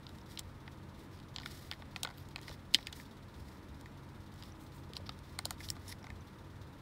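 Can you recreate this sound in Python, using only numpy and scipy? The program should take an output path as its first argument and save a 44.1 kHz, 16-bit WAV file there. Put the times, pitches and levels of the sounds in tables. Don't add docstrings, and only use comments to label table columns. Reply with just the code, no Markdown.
import sys
import numpy as np
from scipy import signal
from scipy.fft import rfft, irfft
from scipy.io import wavfile
from scipy.ndimage import uniform_filter1d

SR = 44100
rng = np.random.default_rng(int(sys.argv[2]) if len(sys.argv) > 2 else 0)


def transcribe(signal):
    frames = np.atleast_2d(signal).T
    limited = np.clip(frames, -1, 1)
    pcm = np.round(limited * 32767).astype(np.int16)
    wavfile.write(sys.argv[1], SR, pcm)


def volts_from_decibels(level):
    exponent = np.asarray(level, float) / 20
    return 10 ** exponent


N = 300317
TIME = np.arange(N) / SR

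# pitch_hz, level_db, time to fall 60 dB t60_s
SHELL = [(3050, -7, .005), (3400, 0, .006), (3750, 1, .007), (4150, 1, .007), (4600, 1, .006),
         (5050, -2, .005)]
HOLLOW = [(700, -4, .012), (950, -1, .012), (1200, -1, .01), (1450, 0, .011)]
WALL = [(1850, 0, .012), (2080, 0, .014), (2450, -6, .008)]
SNAP = [(5700, -2, .005), (6350, 0, .005), (6850, -1, .004), (7500, -9, .004)]
METAL = [(8600, -4, .003), (9300, -1, .004), (10400, -4, .003), (11900, -4, .003), (13300, -7, .003),
         (14800, -9, .003)]
PARTS = (SHELL, HOLLOW, WALL, SNAP, METAL)
PART_DELAY_S = (-.00017, -.0001, 0.0003, -.0001, -.0001)
SPREAD_CYCLES = (0.55, 1.12, 0.08, 0.18, 0.051)

# hollow_db, wall_db, hardness_db
CELL_BLOWS = [(0.3737, -36, -20, -13, -24), (0.3882, -42.5, -6, -7, -17), (0.3924, -36, -26, -19, -2),
              (1.4595, -38, -12, 0.5, -12), (1.7133, -31.5, -8.5, -11, -19), (1.7236, -43.5, -9, 4, -15),
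              (1.7341, -45.5, -10, -1, -17), (1.961, -36, -3.5, -3.5, -16), (2.0318, -30, -10, -24, -3),
              (2.0487, -33.5, 1, -5, -17), (2.3595, -36, -5.5, -5, -15), (2.4804, -45.5, -1, 5, -14),
              (2.7394, -30, -19, -24, -9), (2.7452, -11.5, -34, -17, -18), (2.7514, -28, -18, -12, -15),
              (2.8694, -35, -21, -12, -11.5), (2.9261, -46.5, -15, -12, -3.5), (4.9343, -44, -22, -15, -12),
              (4.967, -33, -14, -33, -17.5), (5.0924, -36, -5, -13, -20), (5.389, -36.5, 2, 1, -5),
              (5.4538, -31, -8.5, -35, -4.5), (5.507, -36, 1, -5, -1), (5.7016, -37.5, -22, -7.5, 4)]
# hollow_db, wall_db, hardness_db
PLASTIC_BLOWS = [(0.0667, -43, -22, -26, -28), (0.0681, -53, -6, -23, -22), (0.6778, -48, 0.5, 4.5, -19),
                 (1.3614, -32.5, -14, -16, -10.5), (1.3838, -36.5, -13, -8, -18), (1.3996, -47, 0, -13, -9),
                 (1.4105, -52, 4, -15, -14), (1.4185, -49, -13, -16, -18), (1.4324, -48, -8, 3, -20),
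                 (1.8214, -49, 3, 1, -20), (1.9663, -60, 7, -4, 9), (2.0727, -42, 4, -11, -14),
                 (2.3806, -55, 8, 4, -3), (2.3887, -50, -6, 1, -17), (2.493, -46, -1, -10, -7),
                 (2.512, -49, 3.5, -7, -10), (2.786, -48, 3.5, 4.5, -8), (2.8281, -48, -15, -13, -18),
                 (4.4244, -44.5, -11, -13, -13), (5.4498, -45, -21, -20, -19), (5.6435, -50, -6, -15, -1),
                 (5.6874, -36.5, -27, -22, -16), (5.8811, -55, -13, -23, 7), (5.9241, -47.5, -7, 6.5, -12),
                 (2.8708, -40.5, -20, -1, -16), (2.9285, -42, -13, -14, -6), (2.9302, -47, -10, -14, -10),
                 (2.9322, -54, -10, -10, -10), (4.9535, -49, -20, -25, -12), (4.9566, -48, -20, -23, -14),
                 (2.8615, -54, -20, -20, -8), (2.8645, -56, -20, -20, -8), (2.0333, -40, -13, -16, -5)]
CELL_SPOT_HZ = (3780, 4100, 4200, 3700, 4000, 3900, 3700, 3500, 3900, 3900, 3770, 3700, 4740, 3800, 4100,
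                4860, 4300, 3650, 4530, 3850, 4480, 4200, 4500, 4900)
PLASTIC_SPOT_HZ = (4000, 4000, 3730, 4100, 4230, 4300, 4200, 4200, 3600, 3480, 4000, 3200, 3800, 3500, 3700,
                   4300, 3800, 4000, 4530, 4000, 4300, 4170, 4600, 4700, 3100, 3500, 4800, 3600, 4900, 4800,
                   4800, 4800, 3700)
TOUCH_SPOT_HZ, SPOT_DB_PER_OCT2 = 4000, -35
CELL_METAL_DB, PLASTIC_METAL_DB = -0.5, -21

# start_s, shell_db
SLIPS = [(0.092, -50), (0.1853, -54), (0.4038, -57), (1.1898, -57), (1.2003, -53), (1.7398, -53),
         (2.175, -58), (2.1814, -51), (2.431, -51), (2.8745, -52), (4.4354, -48), (5.0672, -56),
         (5.386, -50)]
CRACKLES = [(0.3115, -59), (0.318, -56), (1.5185, -56), (2.2871, -56.5), (2.414, -55), (3.811, -55.5),
            (4.3401, -61), (4.3596, -66), (5.1894, -57)]
KNOCKS = [(2.089, -53.5), (2.102, -54), (2.1095, -56), (5.3314, -68), (5.4626, -63), (5.7659, -55),
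          (6.042, -52.5), (6.068, -55)]
TAPS = [(0.2911, -68), (1.6473, -67), (2.062, -56), (2.878, -67), (2.8823, -59), (2.9986, -54.5),
        (3.8582, -55.5), (5.604, -52.5), (5.6098, -55), (6.0285, -66), (6.1022, -51.5)]
# hollow_db, wall_db, snap_db, metal_db
SLIP_MIX, CRACKLE_MIX = (-5, -20, -14, -12), (-11, -14, -2, -2)
KNOCK_MIX, TAP_MIX = (8.5, 2, -11, -15), (1, 10.5, -7, -14)

# start_s, level_db, pitch_hz, t60_s
JOLTS = [
    (2.7485, -45, 280, 0.025),
    (1.8, -55, 620, 0.013),
    (2.05, -51, 490, 0.018),
    (2.5, -51, 570, .018),
    (6.9, -55, 580, .015),
    (4.9, -56, 460, 0.023),
    (5.456, -51, 570, 0.026),
    (5, -53, 550, 0.018),
]
# start_s, level_db, pitch_hz, t60_s
PINGS = [(.3926, -46, 3640, .012), (.3926, -47, 6500, .006), (4.9345, -52, 3600, .01),
         (1.384, -54, 910, .015), (1.4594, -43, 1410, 0.014), (1.4594, -45.5, 3520, 0.0081),
         (2.0332, -38.5, 3750, 0.012), (2.049, -43, 1430, 0.013), (2.032, -42, 5500, .006),
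         (2.7446, -31, 4000, 0.004), (2.7452, -38, 11200, .003), (2.7455, -34.5, 6800, 0.0095),
         (2.7478, -27, 3400, .005), (2.7515, -40, 6600, .005), (1.7135, -42, 4200, .005),
         (2.7456, -30, 3200, .004), (5.0926, -39, 3800, .008), (2.748, -37, 1960, 0.018),
         (2.7516, -30, 4500, 0.0033), (2.8705, -40, 2540, 0.008), (2.9263, -54, 1510, 0.013),
         (4.9672, -43, 4340, .005), (4.9755, -62, 8100, .012), (2.898, -62, 3800, .015),
         (4.5215, -53, 5800, .006), (6.2086, -58, 6000, .006), (.2145, -56, 5500, .006),
         (1.9612, -40, 2500, 0.0088), (2.3597, -41, 2520, 0.0095), (2.0489, -45, 4100, 0.0053),
         (2.493, -57, 11500, .004), (4.4246, -60, 11500, .004), (4.4356, -59, 11800, .004),
         (2.9285, -52, 3380, 0.014), (5.0926, -44.5, 1270, 0.013), (5.389, -36, 9100, 0.0058),
         (5.454, -36, 8800, 0.008), (5.3892, -37, 4200, 0.0071), (5.454, -39, 4200, .007),
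         (5.454, -41, 7300, 0.01), (5.5072, -36, 9500, 0.0054), (5.7024, -31, 5510, 0.008),
         (5.7018, -40, 10800, .004), (5.6876, -48, 5600, .005), (5.881, -51, 5270, .015),
         (5.893, -56, 5300, .015), (6.0285, -55, 5530, .006), (6.042, -56, 5400, 0.0067),
         (6.068, -51, 2020, .012), (6.068, -55, 6000, 0.0054)]

# start_s, length_s, level_db, brightness_db
SCRAPES = [(.384, 0.02, -49.5, -19), (2.474, 0.023, -54, -15), (2.728, 0.015, -61, -3),
           (4.949, 0.037, -59, -10), (5.056, 0.025, -53.5, -23), (5.594, 0.029, -56, 0),
           (5.62, 0.044, -53, -10), (5.648, 0.038, -64, -1), (5.876, .026, -60.5, 8.5),
           (5.892, .035, -54.5, -1), (5.912, 0.021, -51, -4.5)]
# start_s, length_s, level_db, brightness_db
STROKES = [(.05, 0.21, -74, -1), (.26, .12, -62.5, -2), (.43, .1, -71.5, -5), (.66, 0.12, -83, 0),
           (.96, 0.11, -68, 0), (1.09, 0.099, -66, -4), (1.32, 0.33, -63.5, -7), (1.41, 0.34, -64, -1),
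           (1.88, 0.27, -68, -7), (2.13, 0.13, -69, -2), (2.34, 0.29, -63.5, -6), (2.7, 0.18, -58.5, -9),
           (2.91, 0.15, -63, 0), (3.3, 0.16, -72, -2), (3.4, 0.21, -70, -3), (3.7, 0.2, -78, -4),
           (4.32, 0.24, -67.5, -4.5), (4.55, 0.15, -80, 9), (4.7, 0.15, -78.5, 9), (4.93, 0.33, -77, -7),
           (5.2, 0.19, -70, -3), (5.39, 0.19, -69, -5), (5.57, 0.19, -65, 3.5), (5.77, 0.22, -65, -1.5),
           (6.0, 0.2, -80, -4)]
# start_s, length_s, level_db, overtone_db
SQUEAKS = [
    (2.171, .022, -64, -5),
    (2.195, .018, -68, -5),
]
# pitch_hz, level_db (per Hz)
CLOTH = [
    [(1200, -36), (1900, -1.5), (2600, -14), (3600, -4), (4600, -5.5), (5600, -5.5), (6800, -39)],
    [(5200, -32), (6200, -4.5), (7200, -4), (8600, -4.5), (10200, -6), (12500, -5.5), (16000, -8)],
]
DRAG = [
    [(1200, -27), (1900, -3.5), (2600, -15), (3600, -5.5), (4600, -4.5), (5600, -4), (6800, -32)],
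    [(4600, -21), (5400, -3), (6300, -7), (7300, -5), (8700, -10), (10200, -1), (12000, -7), (16000, -17)],
]
SPRING = [
    [(10500, -30), (11800, -2), (12500, 0), (13200, -25)],
    [(13000, -25), (14000, 0), (15300, -2), (16500, -20)],
]
GRIP_DB, GRIP_BRIGHT_DB = -80, -5
STROKE_POINT, SCRAPE_POINT = 1.55, 1.2

TABLE_T60_S, TABLE_DB = 0.054, -14

# start_s, lead_turns
FAN_LEAD = [(0, .33), (.4, .31), (1.2, .42), (2.4, .58), (3.6, .54), (4.6, .46), (5.3, .53), (6.0, .42),
            (6.81, .43)]
# pitch_hz, level_db (per Hz)
RATTLE = [(1800, -38), (2400, -17), (3600, 4.5), (4400, -1), (5500, -4), (7500, -11.5), (10000, -15),
          (16000, -13)]
FAN_HZ, RATTLE_DB = 17.45, -71.5
RATTLE_START, RATTLE_FADE = 0.84, 0.31

# multiple of the shaft rate, level_db
HUM = [(2, -62), (3, -60), (6, -73), (7, -68), (18, -78), (20, -77), (22, -81), (26, -82), (27, -82),
       (28, -82), (30, -81), (32, -82), (37, -83)]
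SHAFT_HZ = 46.05

# pitch_hz, level_db (per Hz)
RUMBLE = [(12, -47), (20, -14.5), (54, -7), (87, -1), (146, -11), (162, -12), (195, -6), (236, -11),
          (275, -10.5), (381, -16), (682, -22), (730, -23.5), (782, -24.5), (944, -18), (1200, -27),
          (1560, -62), (2640, -120)]
AIR = [(900, -24), (1150, 2.5), (1400, 1.5), (1650, 0), (2000, -1.5), (2500, -5.5), (3000, -8), (3800, -9),
       (5000, -15), (6500, -19), (9000, -19), (16000, -26.5)]
RUMBLE_DB, AIR_DB = -52.5, -65
# centre_s, length_s, level_db
SWELLS = [(.5, 1.1, 3), (1.45, .4, 3.5), (2.3, .7, 2), (2.85, 0.31, 3.5), (3.443, 0.18, 7),
          (3.697, 0.16, 3), (3.95, 0.17, 0), (4.403, .25, 4.5), (5.3, 2, 4.5), (6.155, 0.2, 4),
          (6.615, 0.24, 4.5)]
SWELL_REST_DB = -1.5


def level(x, db):
    return x * volts_from_decibels(db) / np.sqrt(np.mean(x ** 2))


def coloured(x, points):
    hz, db = np.transpose(points)
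    grid = np.log(np.arange(len(x) // 2 + 1) * SR / len(x) + 1)
    gain = volts_from_decibels(np.interp(grid, np.log(hz), db))
    return level(irfft(rfft(x) * gain, len(x)), 0)


def walk(rate):
    k = int(SR / rate)
    steps = np.repeat(rng.standard_normal(N // k + 1), k)[:N]
    return 1.43 * uniform_filter1d(uniform_filter1d(steps, k), k)


def grains(per_s, spread_db):
    size = volts_from_decibels(spread_db * np.minimum(rng.exponential(size=N), 3))
    happens = rng.random(N) < per_s / SR
    return rng.standard_normal(N) * (1 + size * happens)


def arch(start, length, point):
    progress = np.clip((TIME - start) / length, 0, 1)
    return np.sin(np.pi * progress).clip(0) ** point


def contact_rows():
    rows = []
    for table, spots, metal_db in ((CELL_BLOWS, CELL_SPOT_HZ, CELL_METAL_DB),
                                   (PLASTIC_BLOWS, PLASTIC_SPOT_HZ, PLASTIC_METAL_DB)):
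        for (s, *part_db), spot_hz in zip(table, spots):
            rows.append((s, spot_hz, *part_db, part_db[-1] + metal_db))
    for table, mix in ((SLIPS, SLIP_MIX), (CRACKLES, CRACKLE_MIX), (KNOCKS, KNOCK_MIX), (TAPS, TAP_MIX)):
        for s, db in table:
            rows.append((s, TOUCH_SPOT_HZ, db, *mix))
    return sorted(rows)


def part_ring(part, span, spread, spot_hz, chance, chatter, t):
    hz, mode_db, t60 = np.transpose(part)[:, :, None]
    chance = chance[:len(part)]
    u = np.maximum(t - spread * (1 / hz - 1 / hz[-1]), 0)
    fade = volts_from_decibels(mode_db + 2 * chance[:, :1] - 60 * u / t60)
    ring = fade * np.sin(2 * np.pi * hz * (1 + .025 * chance[:, 1:]) * u)
    if part is SHELL:
        ring = ring * volts_from_decibels(SPOT_DB_PER_OCT2 * np.log2(hz / spot_hz) ** 2)
    rough = signal.fftconvolve(ring, chatter[None], axes=1)[:, :len(t)]
    share = np.sqrt(np.sum(ring ** 2, 1) / np.sum(rough ** 2, 1))
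    return signal.sosfilt(span, share @ rough)


def contacts(chatter_s=.0006, buzz_s=0.0039, buzz_db=-17, blow=4.8):
    out, t = np.zeros(N + 1024), np.arange(1024) / SR
    spans = [signal.butter(3, [.9 * part[0][0], 1.06 * part[-1][0]], "band", fs=SR, output="sos")
             for part in PARTS]
    push = t / chatter_s * np.exp(1 - t / chatter_s * 2)
    push = push + volts_from_decibels(buzz_db) * np.exp(-t / buzz_s) * (t > chatter_s)
    for s, spot_hz, ring_db, *rest_db in contact_rows():
        chances = rng.standard_normal((5, 6, 2))
        chatter = rng.standard_normal(len(t)) * push
        chatter[int(chatter_s * SR)] += blow
        for part, span, db, delay, spread, chance in zip(
                PARTS, spans, [0] + rest_db, PART_DELAY_S, SPREAD_CYCLES, chances):
            ring = part_ring(part, span, spread, spot_hz, chance, chatter, t)
            at = int((s + delay) * SR)
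            packed = np.sqrt(0.0012 * SR / np.sum(ring ** 2))
            out[at:at + len(t)] += ring * volts_from_decibels(ring_db + db) * packed
    return out[:N]


def single_rings(table):
    out = 0
    for s, db, hz, t60 in table:
        t = np.maximum(TIME - s, 0)
        attack = 1 - np.exp(-t / 0.00069)
        out = out + volts_from_decibels(db + 13.5 - 60 * t / t60) * attack * np.sin(2 * np.pi * hz * t)
    return out


def friction(table, slips, colours, point, rest_db=-120, rest_bright_db=0):
    lower, upper = (coloured(slips, c) for c in colours)
    dull, bright = volts_from_decibels(2 * rest_db), volts_from_decibels(2 * (rest_db + rest_bright_db))
    for start, length, db, bright_db in table:
        power = volts_from_decibels(2 * db) * arch(start, length, 2 * point)
        dull = dull + power
        bright = bright + power * volts_from_decibels(2 * bright_db)
    return lower * np.sqrt(dull) + upper * np.sqrt(bright)


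def scrapes():
    return friction(SCRAPES, grains(1000, 5.3) * volts_from_decibels(3.0 * walk(250)), DRAG, SCRAPE_POINT)


def glove_rub():
    rub = friction(STROKES, grains(440, 3.7), CLOTH, STROKE_POINT, GRIP_DB, GRIP_BRIGHT_DB)
    return rub * volts_from_decibels(2.0 * walk(50) + 2.3 * walk(160))


def spring_squeak():
    return friction(SQUEAKS, grains(700, 5.0), SPRING, SCRAPE_POINT)


def table_echo(x):
    t = np.arange(int(.12 * SR)) / SR
    tail = rng.standard_normal(len(t)) * volts_from_decibels(-60 * t / TABLE_T60_S) * (t > .002)
    tail = tail / np.sqrt(np.sum(tail ** 2))
    return x + volts_from_decibels(TABLE_DB) * signal.fftconvolve(x, tail)[:N]


def compressor():
    out = 0
    for k, db in HUM:
        strength = volts_from_decibels(db + 2 * walk(9)) * np.sqrt(2)
        out = out + strength * np.sin(2 * np.pi * (k * SHAFT_HZ * TIME + .15 * walk(8)))
    return out


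def fan():
    turns = FAN_HZ * TIME + np.interp(TIME, *np.transpose(FAN_LEAD)) - RATTLE_START
    size = volts_from_decibels(2 * rng.standard_normal(200))[np.floor(turns).astype(int) + 2]
    burst = uniform_filter1d(size * np.exp(-(turns % 1) / RATTLE_FADE), size=240)
    return level(burst * coloured(grains(900, 3.2), RATTLE), RATTLE_DB)


def room():
    rumble = coloured(rng.standard_normal(N), RUMBLE)
    in_bass = np.abs(np.arange(N // 2 + 1) * SR / N - 82) < 30
    bass = irfft(rfft(rumble) * in_bass, N)
    swell_db = SWELL_REST_DB + sum(db * arch(s - length / 2, length, 0.82) for s, length, db in SWELLS)
    air = coloured(rng.standard_normal(N), AIR)
    return level(rumble + bass * (volts_from_decibels(swell_db) - 1), RUMBLE_DB) + level(air, AIR_DB)


def scene():
    rub = glove_rub()
    scrape = scrapes()
    toy = table_echo(contacts() + single_rings(JOLTS) + rub + scrape)
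    background = compressor() + fan() + room()
    return (toy + single_rings(PINGS) + background + spring_squeak())[None]


def roll_off(x):
    return signal.sosfilt(signal.butter(12, 16660, fs=SR, output="sos"), x)


def record(dry):
    top_cut = signal.ellip(9, .2, 38, 15720, fs=SR, output="sos")
    mix = signal.sosfilt(top_cut, dry)
    return roll_off(mix)


dry = scene()
out = record(dry)
transcribe(out)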